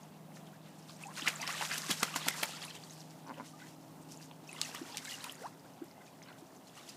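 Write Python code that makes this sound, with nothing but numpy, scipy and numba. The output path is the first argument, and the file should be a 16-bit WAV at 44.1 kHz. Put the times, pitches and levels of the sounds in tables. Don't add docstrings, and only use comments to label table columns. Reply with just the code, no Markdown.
import sys
import numpy as np
from scipy import signal
from scipy.fft import rfft, irfft
from scipy.io import wavfile
from scipy.ndimage import uniform_filter1d
from numba import njit

SR = 44100
rng = np.random.default_rng(int(sys.argv[2]) if len(sys.argv) > 2 else 0)


def waveform_to_disk(signal):
    frames = np.transpose(np.atleast_2d(signal))
    scaled = np.clip(frames, -1, 1) * 32767
    samples = np.round(scaled).astype(np.int16)
    wavfile.write(sys.argv[1], SR, samples)


N = 306936

# t/s, crack level/dB, centre f/Hz, width/octaves, time to fall 60 dB/s,
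# snap over crack level/dB, thump level/dB, thump f/Hz
SLAPS = [(1.268, -30, 2760, 1.16, 0.043, 0, -40, 196), (1.276, -22, 2070, 0.38, 0.024, 5, -39.5, 315),
         (1.2812, -26, 1960, 1.25, 0.017, 7, -62, 250), (1.284, -28, 7200, 0.55, 0.022, 1, -60, 250),
         (1.417, -41, 7000, .8, 0.02, 3, -45.5, 257), (1.477, -35, 3680, 0.86, 0.023, 5, -51, 250),
         (1.618, -32, 2380, 0.96, 0.018, 8, -60, 300), (1.625, -36, 1300, 0.86, 0.033, 5, -53, 298),
         (1.652, -40, 3000, 0.82, .02, 5, -60, 250), (1.713, -37, 2030, 0.46, 0.17, 11, -49, 255),
         (1.78, -31, 5500, 1.2, 0.023, 2, -45.5, 270), (1.906, -31.5, 2000, 1.8, 0.057, 4, -60, 250),
         (1.9133, -34.5, 2780, 2.6, 0.035, 18.5, -31, 200),
         (2.031, -19.5, 2450, 1.64, 0.024, 5.5, -29, 201), (2.161, -30, 1980, 2, 0.05, 8, -36.5, 284),
         (2.164, -36.5, 5700, 0.74, 0.027, 4, -58, 250), (2.28, -33, 1500, 2.9, 0.021, 3, -36.5, 172),
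         (2.2852, -22.5, 2960, 1.66, 0.018, 6, -58, 252), (2.4317, -26.5, 2500, 5.9, 0.044, 4, -37, 211),
         (2.434, -29.5, 1860, 0.96, 0.015, 13, -62, 250), (4.6154, -28, 4500, 0.77, 0.016, 15.5, -58, 250),
         (4.749, -43, 2800, 3.3, .039, 9, -50, 250), (4.972, -33, 5600, 0.85, 0.017, 13, -66, 250),
         (4.981, -39, 4400, 0.88, 0.049, 3, -61, 250), (5.056, -41, 3300, 0.5, 0.017, 4, -60, 250),
         (5.2432, -43, 3480, 2.4, 0.04, 7, -50, 254)]
# t of the peak/s, peak level/dB, f/Hz, length of the swell/cycles
DROPS = [(0.033, -48, 6330, 8), (.32, -50, 2000, 1.8), (0.3712, -41.5, 1670, 0.7), (.379, -58, 4740, 5),
         (0.797, -56, 5300, 5), (.828, -51, 5380, 6), (0.8956, -36.5, 4000, 1.65), (.898, -43, 1120, 1.5),
         (0.908, -46, 4950, 6.4), (.965, -47, 5680, 5.7), (.97, -48, 8180, 8), (1.029, -37, 9300, 4.7),
         (1.07, -36.5, 7060, 3.7), (1.102, -43, 900, 1.3), (1.117, -43, 1020, 2.6), (1.14, -41, 9000, 5.2),
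         (1.156, -44, 3190, 6.4), (1.166, -39, 4390, 5.4), (1.171, -48, 1820, 7), (1.18, -44, 2070, 5),
         (1.1895, -36, 6500, 8), (1.212, -35, 4950, 7.9), (1.21, -35, 6400, 4), (1.222, -28.5, 3120, 3.7),
         (1.261, -31.5, 1300, 4), (1.34, -41, 1210, 4.8), (1.357, -36, 7750, 8), (1.402, -41, 2530, 8),
         (1.413, -42, 870, 4), (1.4177, -30, 5980, 8.8), (1.47, -32, 5300, 7.5), (1.504, -31.5, 2650, 4.6),
         (1.5273, -29.5, 6930, 4.6), (1.553, -40, 1150, 5), (1.569, -37, 7920, 7.6),
         (1.612, -30, 2700, 5.2), (1.6255, -29, 920, 2.3), (1.716, -32, 1570, 4), (1.73, -26, 4600, 1.8),
         (1.7171, -27, 4730, 4), (1.757, -34, 1650, 5), (1.76, -41, 1270, 3.2), (1.784, -45, 9250, 5),
         (1.82, -34.5, 7200, 5), (1.8195, -26, 4870, 1.5), (1.834, -39, 1765, 6.3), (1.915, -28, 5500, 2),
         (1.924, -29, 6000, 2.5), (2.0029, -30, 7400, 5), (2.085, -37, 1500, 3.3), (2.089, -42, 2320, 4),
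         (2.142, -39.5, 1184, 12), (2.143, -32, 2750, 4), (2.211, -42, 1190, 5.8),
         (2.269, -32.5, 890, 2.24), (2.313, -35.5, 2030, 8), (2.341, -39, 1970, 8.6),
         (2.399, -40, 1380, 2.6), (2.449, -43, 3960, 6.5), (2.458, -34, 7000, 10), (2.534, -46, 4300, 6),
         (2.559, -42, 4390, 5.4), (2.5683, -35, 4600, 3.2), (2.574, -52, 1890, 6.6), (2.597, -52, 810, 5),
         (2.62, -38.5, 3300, 12), (2.627, -30.5, 4530, 2.7), (2.641, -32.5, 3290, 2.6),
         (2.651, -34.5, 10500, 7.5), (2.66, -48, 1050, 6.1), (2.683, -42, 2600, 7.4), (2.707, -52, 1920, 8),
         (2.704, -44, 4170, 15), (2.71, -37.5, 3120, 5.1), (2.752, -45, 3650, 3.8),
         (2.766, -39.5, 3120, 3.6), (2.838, -37.5, 4540, 4), (2.87, -52, 3200, 9), (2.899, -46, 3875, 5.2),
         (2.909, -40.5, 6460, 8.7), (3.006, -37, 5400, 3.2), (3.2716, -49, 5840, 13),
         (3.295, -44, 4650, 2.5), (3.3426, -47, 2870, 3.7), (3.381, -48, 2640, 3.2), (3.68, -52, 7160, 6.4),
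         (4.0285, -47, 8400, 5), (4.121, -38, 6300, 3.4), (4.174, -42, 7000, 6), (4.144, -49, 5430, 7.8),
         (4.201, -55, 2690, 10.6), (4.21, -48.5, 1730, 2.3), (4.228, -49, 4940, 8.8), (4.259, -50, 6800, 7),
         (4.3134, -39, 3030, 1.54), (4.478, -45.5, 5600, 12), (4.53, -33.5, 9400, 4.5),
         (4.5308, -42, 2210, 3.8), (4.552, -45.5, 1040, 4), (4.565, -44, 2840, 9.8), (4.568, -46, 2020, 9),
         (4.588, -46, 1190, 5.6), (4.59, -40, 3210, 5), (4.606, -48, 1190, 6.9), (4.62, -47, 860, 5.7),
         (4.634, -38, 2800, 10.6), (4.653, -42, 2630, 12), (4.661, -43, 1950, 8), (4.632, -39, 6680, 9.8),
         (4.6499, -37, 5950, 12), (4.6913, -38, 5420, 3.8), (4.717, -47, 2670, 12), (4.752, -42, 5380, 8),
         (4.76, -40, 2900, 6.8), (4.765, -41.5, 3330, 12), (4.7504, -37, 1960, 3.97),
         (4.852, -47, 1340, 3.1), (4.9248, -41, 4600, 8.3), (4.946, -39.5, 3460, 7.1),
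         (5.004, -46, 2090, 6.3), (5.051, -34.5, 7550, 11), (5.073, -43, 3930, 7.9),
         (5.091, -39, 6500, 7.1), (5.098, -40, 3320, 12), (5.113, -43, 7550, 7), (5.124, -39, 2900, 9.4),
         (5.187, -40, 7000, 3), (5.208, -42, 4000, 8.7), (5.215, -44, 7000, 3), (5.242, -31.5, 9830, 4),
         (5.242, -38.5, 3920, 7), (5.245, -39.5, 2520, 6.4), (5.266, -40, 8850, 4.5), (5.297, -31, 3080, 4),
         (5.31, -43, 5040, 5), (5.3232, -30, 10900, 2.2), (5.301, -46, 8870, 7), (5.323, -40, 7230, 5),
         (5.346, -50, 4820, 7.7), (5.3548, -44, 6740, 5.4), (5.355, -45, 8830, 7), (5.381, -51, 4560, 10),
         (5.438, -49, 1480, 6), (5.47, -46, 4200, 4), (5.597, -52, 4900, 6.3), (5.661, -56, 1580, 8),
         (5.737, -54, 6070, 6), (5.825, -55, 1530, 7), (5.8442, -49, 11500, 9), (5.885, -51, 4950, 4),
         (5.913, -59, 2110, 10), (5.9133, -46, 4850, 3.2), (5.981, -52, 820, 4), (6.0652, -50, 6450, 7.4),
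         (6.129, -54, 1040, 5), (6.228, -44, 6200, 2.8), (6.2373, -48, 5170, 12), (6.287, -49, 4300, 6.8),
         (6.3293, -50, 2860, 4), (6.3855, -52, 3560, 3), (6.468, -53, 5770, 6.7), (6.564, -51, 7100, 8),
         (6.672, -51, 4220, 8.4), (6.683, -54, 6850, 7), (6.697, -56, 3370, 9), (6.755, -49, 6030, 8.7),
         (6.777, -49, 2930, 7.4), (6.834, -50, 3720, 8.3), (6.88, -48, 3340, 6.5), (6.894, -45, 4790, 34),
         (6.903, -51, 2690, 8.2)]
# t/s, peak level/dB, first f/Hz, f once 30 dB down/Hz, time until then/s
RINGING_TONES = [(0.526, -57, 1300, 2100, 0.036), (1.036, -33, 2560, 2640, 0.0083),
                 (1.053, -41, 798, 813, 0.049), (1.074, -45, 822, 1450, 0.045),
                 (1.221, -38.5, 282, 302, 0.024), (1.391, -42, 644, 745, 0.029),
                 (1.428, -33, 2020, 2100, 0.015), (1.437, -33, 1000, 1080, 0.011),
                 (1.487, -35, 995, 1510, 0.025), (1.503, -36, 1500, 3000, 0.01),
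                 (1.617, -39, 820, 875, 0.014), (1.836, -42.5, 1010, 1400, 0.033),
                 (1.893, -30, 310, 266, 0.016), (2.158, -32.5, 1030, 1070, 0.018),
                 (2.265, -38, 272, 302, 0.019), (2.426, -33, 880, 910, 0.039),
                 (2.427, -30, 570, 610, 0.015), (2.492, -36.5, 710, 810, 0.0068),
                 (2.532, -48, 1216, 1610, 0.027), (3.376, -44, 520, 640, 0.033),
                 (3.533, -50, 1206, 1200, 0.036), (4.311, -43.5, 916, 960, 0.01),
                 (4.491, -39.5, 2600, 2600, 0.013), (4.506, -55, 2600, 2500, 0.015),
                 (4.691, -36.5, 690, 790, 0.0063), (4.745, -40, 1140, 1270, .014),
                 (4.812, -36, 308, 335, 0.028), (4.89, -47, 937, 990, 0.046),
                 (4.938, -45.5, 812, 855, 0.04), (4.984, -54, 1400, 2200, .014),
                 (5.071, -41.5, 2120, 2180, 0.022), (5.08, -41, 1700, 1760, 0.013),
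                 (5.116, -42.5, 1950, 2000, 0.017), (5.138, -40, 2860, 2840, 0.019),
                 (5.248, -41.5, 1005, 940, 0.02), (5.267, -41.5, 990, 1100, 0.017),
                 (5.413, -42.5, 437, 573, 0.027), (5.425, -46, 1980, 2050, 0.0099),
                 (5.423, -36, 452, 1455, 0.058), (5.815, -35.5, 319, 343, 0.036),
                 (5.96, -65, 2060, 2090, 0.065), (6.078, -52, 2450, 2500, 0.01),
                 (6.219, -44, 2000, 2300, 0.003), (6.42, -42.5, 315, 337, 0.028)]
# t/s, level/dB, brightness (spray over churn)/dB
WASH = [(0, -69, 1), (.27, -73.5, -4), (.8, -71, 5), (1.1, -70, 14), (1.2, -53, -4.5), (1.37, -54.5, -3.5),
        (1.55, -52, 0.5), (1.85, -52, 5), (2.2, -50.5, 0), (2.5, -53, 2), (2.8, -64, 5), (3.1, -70.5, 2.5),
        (3.7, -71.5, 9), (4.4, -75, 4), (4.56, -60.5, 5), (4.85, -59, 3), (5.25, -58.5, 3),
        (5.4, -69.5, -10), (5.6, -72, 1), (6.6, -73.5, 4), (6.96, -66, 2)]
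# t of the peak/s, level/dB, brightness (spray over churn)/dB, length/s
SURGES = [(0.365, -63.5, 7, 0.053), (0.47, -66, 1, 0.025), (0.55, -76.5, -29, 0.059),
          (0.673, -65, -2, 0.065), (0.794, -71.5, 19, 0.033), (0.9, -62.5, 8, 0.061),
          (1.019, -58, -3, 0.085), (1.108, -63.5, -17, .03), (1.181, -46, 3, 0.061),
          (1.286, -43.5, -0.5, 0.065), (1.426, -45.5, -1.5, 0.049), (1.497, -45, -4, 0.088),
          (1.631, -44.5, 3, 0.14), (1.742, -42.5, 5, 0.081), (1.912, -37, 2, 0.039), (1.936, -55, -3, 0.02),
          (2.027, -54, -17, 0.042), (2.124, -62, -1, .03), (2.165, -48, 14.5, 0.034),
          (2.268, -45.5, 1, 0.049), (2.346, -51.5, -15, 0.04), (2.443, -53.5, -13, 0.059),
          (2.63, -51.5, 0, 0.045), (2.702, -55.5, 3, 0.033), (2.755, -55, 6, 0.026),
          (2.934, -67.5, 25, 0.18), (3.109, -71.5, 28, 0.038), (3.281, -61.5, 6, 0.018),
          (3.382, -62.5, -5, 0.088), (3.459, -62, 9, 0.072), (3.608, -62.5, -2, 0.089),
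          (3.672, -62, 4, 0.073), (4.12, -64.5, 22.5, 0.061), (4.227, -65, 8, 0.066),
          (4.49, -69, 24, 0.025), (4.58, -65, -16, 0.033), (4.655, -53.5, 5, 0.11),
          (4.775, -52.5, 2, 0.044), (4.888, -62.5, -19, .04), (4.955, -59.5, 3, 0.079),
          (5.055, -54, 7, 0.046), (5.115, -52.5, 7.5, 0.11), (5.274, -52.5, -1.5, 0.053),
          (5.424, -63.5, 15, 0.13), (5.85, -73, 14, 0.047), (6.07, -71, 11, 0.04), (6.285, -69, -13, 0.18),
          (6.39, -70, 17, 0.036), (6.555, -73, 16, 0.018), (6.677, -68, 16, 0.016), (6.78, -60.5, 2, 0.14),
          (6.891, -58.5, 15, 0.034)]
# f/Hz, relative level/dB
CHURN = [(350, -12.5), (600, -11.5), (1000, -0.5), (1500, 2), (2000, 4.5), (2600, -8), (3500, -17)]
FIZZ = [(1500, -8), (2100, -10), (2700, -1.5), (4000, -3.5), (5000, -9.5), (6500, -33)]
SPRAY = [(3000, -8.5), (4200, -2.5), (5200, -1), (7500, -1.5), (10000, -6), (13500, -11), (16000, -24)]
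# t of the first strong pulse/s, pulse rate there/Hz, level/dB, stretch of the shape/times
GRUNTS = [(3.2943, 142.2, -42, 1.05), (3.3986, 119.7, -43.5, 0.76)]
# t from that pulse/s, level/dB
GRUNT_SHAPE = [(-.03, -11), (-.003, -9), (-.001, 0.5), (.014, 0), (.026, -6.5), (.04, -25), (.05, -60)]
# f/Hz, width/Hz, level/dB
GRUNT_THROAT = [(278, 62, -0.5), (590, 210, -1.5), (980, 160, 9), (1450, 100, -6), (2010, 200, -11)]
# t/s, length/s, pitch f/Hz, throb f/Hz, level/dB
MUTTERS = [(3.587, 0.074, 503, 42, -67.5), (5.999, 0.05, 501, 30.2, -68), (6.254, 0.069, 497, 68, -66)]
# multiple of the pitch, level/dB
MUTTER_ORDERS = [(2, 7), (3, 11.5), (4, 6), (5, 0), (6, -8), (7, -9), (8, -13)]
# t/s, level/dB
FENCE = [(.004, -14), (0.012, -17), (.021, -18)]
IDLE_ORDERS = (7, 8, 9, 11, 12, 14)
IDLE_DEEP = (-57, -65.5, -63.5, -71.5, -79, -70.5)
IDLE_THIN = (-58.5, -70, -95, -74, -63.5, -66)
IDLE_FADE_DB_PER_S = (6.4, 1.7, 0.1, 0.1, 1.8, 11)
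# f/Hz, relative level/dB
TRAFFIC = [(20, -12.5), (40, 2), (70, -8.5), (95, -6.5), (125, -0.5), (170, 0.5), (270, -1.5), (480, -7),
           (630, -4), (830, -5), (1100, -12), (1600, -20), (2500, -26), (4500, -29.5), (8000, -27.5),
           (15500, -28.5)]
# t/s, level/dB
TRAFFIC_LEVEL = [(0, -55.5), (1.5, -57), (4, -56), (5.2, -56.5), (6.96, -56.5)]

SLAP_BUILD, SLAP_RAGGED_DB = 0.056, 3
DROP_GLIDE = .96, 1.1
SPATTER_DB, SPATTER_S, SPATTER_OCTAVES, SPATTER_SCATTER_DB = -14, .008, .35, 4
SWELL_SHARE, SWELL_PER_OCTAVE = 0.15, 0.32
OVERTONE, OVERTONE_DB = 1.63, -18.5
TONE_WOBBLE_DB = 1.7
SURGE_RISE, SURGE_FALL_DB = 0.62, 16.5
FLICKER_DB, PATCHY_DB = 1.5, 1.6
STRAY_DROPS_DB = -12
STRAY_CLICKS_DB = -21
GRUNT_SAG_OCTAVES_PER_S = 17
GRUNT_JITTER, GRUNT_UNEVEN_DB = .025, 1.5
GRUNT_BREATH = .36
MUTTER_THROB_DB = 3.5
IDLE_HZ, IDLE_WAVER_DB = 22.43, .9
IDLE_TURN_S, IDLE_TURN_LENGTH_S = 2.93, .8
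IDLE_FADE_S = 4.25
TRAFFIC_FLUTTER_DB = .7
MIC_LOW_HZ, TOP_HZ = 110, 15500


def undb(db):
    return 10 ** (np.asarray(db) / 20)


def curve(rows):
    s, *columns = np.transpose(rows)
    return [np.interp(np.arange(N) / SR, s, c) for c in columns]


def colour(x, points):
    hz, db = np.transpose(points)
    f = np.arange(N // 2 + 1) * SR / N + 1
    gain = undb(np.interp(np.log(f), np.log(hz), db))
    y = irfft(rfft(x) * gain, N)
    return y / np.std(y)


def walk(rate, size=N):
    k = int(SR / rate)
    steps = np.repeat(rng.standard_normal(size // k + 1), k)
    smooth = uniform_filter1d(uniform_filter1d(steps, k), k)
    return 1.28 * smooth[:size]


@njit
def rings(n, start, size, hz0, hz1, swell, fade):
    y = np.zeros(n)
    for k in range(len(start)):
        first = int(start[k])
        length, phase = swell[k] + fade[k], 0.
        for i in range(min(int(swell[k] + 2 * fade[k]), n - first)):
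            hz = hz0[k] * (hz1[k] / hz0[k]) ** (i / length)
            phase += 2 * np.pi * hz / SR
            if i < swell[k]:
                shape = i / swell[k]
            else:
                shape = np.exp(-np.log(1000) / 2 * (i - swell[k]) / fade[k])
            y[first + i] += size[k] * shape * np.sin(phase)
    return y


def slaps():
    y, t = np.zeros(N), (np.arange(4096) - 1024) / SR
    f = np.arange(2049) * SR / 4096 + 1
    for s, db, hz, octaves, t60, snap_db, thump_db, thump_hz in SLAPS:
        hump = np.exp(-.5 * (np.log2(f / hz) / octaves) ** 2)
        tone = hump / f ** 0.32 / np.hypot(1, (420 / f) ** 2)
        crack = irfft(rfft(rng.standard_normal(4096)) * tone)
        crack = crack * undb(SLAP_RAGGED_DB * walk(400, size=len(t)))
        shape = np.exp(np.where(t < 0, t / (SLAP_BUILD * t60), -np.log(1000) * t / t60))
        snap = np.roll(irfft(1j * tone), shift=1024)
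        hit = shape * crack / np.std(crack) + undb(snap_db) * snap / snap.max()
        thump_shape = np.exp(np.where(t < -.003, (t + 0.00342) / 0.00067, -(t + 0.0058) / 0.01))
        thump = np.sin(2 * np.pi * thump_hz * t) * thump_shape
        i = int(s * SR) - 1024
        y[i:i + 4096] += undb(db) * hit + undb(thump_db) * thump
    return y


def drops():
    s, db, hz, cycles = np.transpose(DROPS)
    late, pitch, size = rng.standard_normal((3, 5, len(DROPS)))
    s = np.append(s, s + SPATTER_S * late)
    db = np.append(db, db + SPATTER_DB + SPATTER_SCATTER_DB * size)
    hz = np.append(hz, np.minimum(hz * 2 ** (SPATTER_OCTAVES * pitch), TOP_HZ))
    length = np.resize(np.maximum(cycles, .8), len(hz)) * SR / hz
    start = np.maximum(s * SR - length, 0)
    return rings(N, start, undb(db), DROP_GLIDE[0] * hz, DROP_GLIDE[1] * hz, length, 2 * length)


def ringing_tones():
    s, db, hz0, hz1, length = np.transpose(RINGING_TONES)
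    octaves = np.log2(hz1 / hz0)
    swell = SWELL_SHARE + SWELL_PER_OCTAVE * np.abs(octaves)
    times = swell * length * SR, (1 - swell) * length * SR
    main = rings(N, s * SR, undb(db), hz0, hz1, *times)
    overtone = rings(N, s * SR, undb(db + OVERTONE_DB) * octaves,
                     OVERTONE * hz0, OVERTONE * hz1, *times)
    return (main + overtone) * undb(TONE_WOBBLE_DB * walk(250))


def patter(count, low_hz, high_hz, cycles, glide, scatter_db):
    when, pitch, long = rng.random((3, count))
    hz = low_hz * (high_hz / low_hz) ** pitch
    size = undb(scatter_db * np.minimum(rng.exponential(size=count), 3))
    fade = cycles * (0.37 + 1.56 * long) * SR / hz
    y = rings(N, when * N, size, hz, glide * hz, 0.26 * fade, fade)
    return y / np.std(y)


def froth(points, grains, share, flicker_hz):
    hiss = colour(rng.standard_normal(N) * undb(FLICKER_DB * walk(flicker_hz)), points)
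    mix = np.sqrt(1 - share) * hiss + np.sqrt(share) * colour(grains, points)
    return undb(PATCHY_DB * walk(30)) * mix


def split(db, bright):
    return undb([db - bright / 2, db, db + bright / 2]) ** 2


def stir():
    t = np.arange(N) / SR
    power = split(*curve(WASH))
    for s, db, bright, length in SURGES:
        i, j = max(int((s - 4 * length) * SR), 0), int((s + 4 * length) * SR)
        late = (t[i:j] - s) / length
        shape = undb(-SURGE_FALL_DB * np.maximum(late, -late / SURGE_RISE))
        power[:, i:j] += np.outer(split(db, bright), shape ** 2)
    return np.sqrt(power)


def stirred():
    churn, fizz, spray = stir()
    large = patter(count=7000, low_hz=451.0, high_hz=2610.0, cycles=10.1, glide=1.19, scatter_db=4.5)
    small = patter(count=7000, low_hz=1999.0, high_hz=4950.0, cycles=12.5, glide=1.18, scatter_db=3.5)
    ticks = patter(count=5000, low_hz=4030.0, high_hz=13300.0, cycles=3.6, glide=1.33, scatter_db=2.0)
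    stray = patter(count=500, low_hz=1460.0, high_hz=11500.0, cycles=8.2, glide=1.1, scatter_db=8.0)
    clicks = patter(count=250, low_hz=3950.0, high_hz=11000., cycles=3.0, glide=1.4, scatter_db=4.0)
    return (churn * froth(CHURN, large, share=0.7, flicker_hz=71.8)
            + fizz * froth(FIZZ, small, share=0.56, flicker_hz=76.4)
            + spray * froth(SPRAY, ticks, share=0.39, flicker_hz=90.1)
            + undb(curve(WASH)[0] + STRAY_DROPS_DB) * stray
            + undb(STRAY_CLICKS_DB) * spray * clicks)


def grunts():
    source = np.zeros(N)
    k = np.arange(int(GRUNT_SHAPE[0][0] * SR), int(2 * GRUNT_SHAPE[-1][0] * SR))
    for s, rate_hz, db, long in GRUNTS:
        hz = rate_hz * 2 ** (-GRUNT_SAG_OCTAVES_PER_S * k / SR)
        hz = hz * (1 + GRUNT_JITTER * walk(150, size=len(k)))
        turns = np.floor(np.cumsum(hz / SR) - np.sum(hz[k <= 0] / SR) + 1e-6)
        pulses = np.diff(turns, prepend=turns[0]) * np.sqrt(SR / hz)
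        uneven, breath = rng.standard_normal((2, len(k)))
        drive = GRUNT_BREATH * breath + pulses * undb(GRUNT_UNEVEN_DB * uneven)
        level_db = db + np.interp(k / SR / long, *np.transpose(GRUNT_SHAPE))
        source[int(s * SR) + k] = drive * undb(level_db)
    t = np.arange(2048) / SR
    throat = sum(undb(g) * np.exp(-np.pi * w * t) * np.sin(2 * np.pi * f * t) for f, w, g in GRUNT_THROAT)
    voice = signal.fftconvolve(source, throat / np.linalg.norm(throat))[:N]
    return signal.sosfilt(signal.butter(3, [190, 2500], "band", fs=SR, output="sos"), voice)


def mutters():
    y = np.zeros(N)
    for s, length, hz, throb_hz, db in MUTTERS:
        i, t = int(s * SR), np.arange(int(length * SR)) / SR
        turns = hz * np.cumsum(1 + 0.0286 * walk(255, size=len(t))) / SR
        note = np.zeros(len(t))
        for multiple, tone_db in MUTTER_ORDERS:
            gain = undb(tone_db + MUTTER_THROB_DB * walk(72, size=len(t)))
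            note += gain * np.sin(2 * np.pi * (multiple * turns + rng.random()))
        shape = np.sqrt(np.sin(np.pi * t / length)) * np.sin(np.pi * throb_hz * t) ** 2
        y[i:i + len(t)] += undb(db) * shape * note
    return y


def machine():
    t = np.arange(N) / SR
    thin = np.clip(.5 + (t - IDLE_TURN_S) / IDLE_TURN_LENGTH_S, 0, 1)
    fading_s = np.maximum(t - IDLE_FADE_S, 0)
    turns = np.cumsum(IDLE_HZ * (1 + 0.0021 * walk(1.42))) / SR
    hum = np.zeros(N)
    for k, deep_db, thin_db, fade in zip(IDLE_ORDERS, IDLE_DEEP, IDLE_THIN, IDLE_FADE_DB_PER_S):
        level_db = deep_db + thin * (thin_db - deep_db) - fade * fading_s + IDLE_WAVER_DB * walk(4.5)
        hum += np.sqrt(2) * undb(level_db) * np.sin(2 * np.pi * (k * turns + rng.random()))
    return hum


def traffic():
    level_db = curve(TRAFFIC_LEVEL)[0] + TRAFFIC_FLUTTER_DB * walk(8)
    return undb(level_db) * colour(rng.standard_normal(N), TRAFFIC)


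def echoes(near):
    yard, t = np.zeros(4096), np.arange(4096) / SR
    for s, db in FENCE:
        smear = rng.standard_normal(4096) * np.exp(-np.abs(t - s) / 0.0033)
        yard += undb(db) * smear / np.linalg.norm(smear)
    return signal.fftconvolve(near, yard)[:N]


def scene():
    near = slaps() + drops() + ringing_tones() + grunts() + mutters()
    return (near + echoes(near) + stirred() + machine() + traffic())[None]


def record(dry):
    thin = signal.sosfilt(signal.butter(3, MIC_LOW_HZ, "high", fs=SR, output="sos"), dry)
    return signal.sosfilt(signal.ellip(10, .2, 60, TOP_HZ, fs=SR, output="sos"), thin)


dry = scene()
out = record(dry)
waveform_to_disk(out)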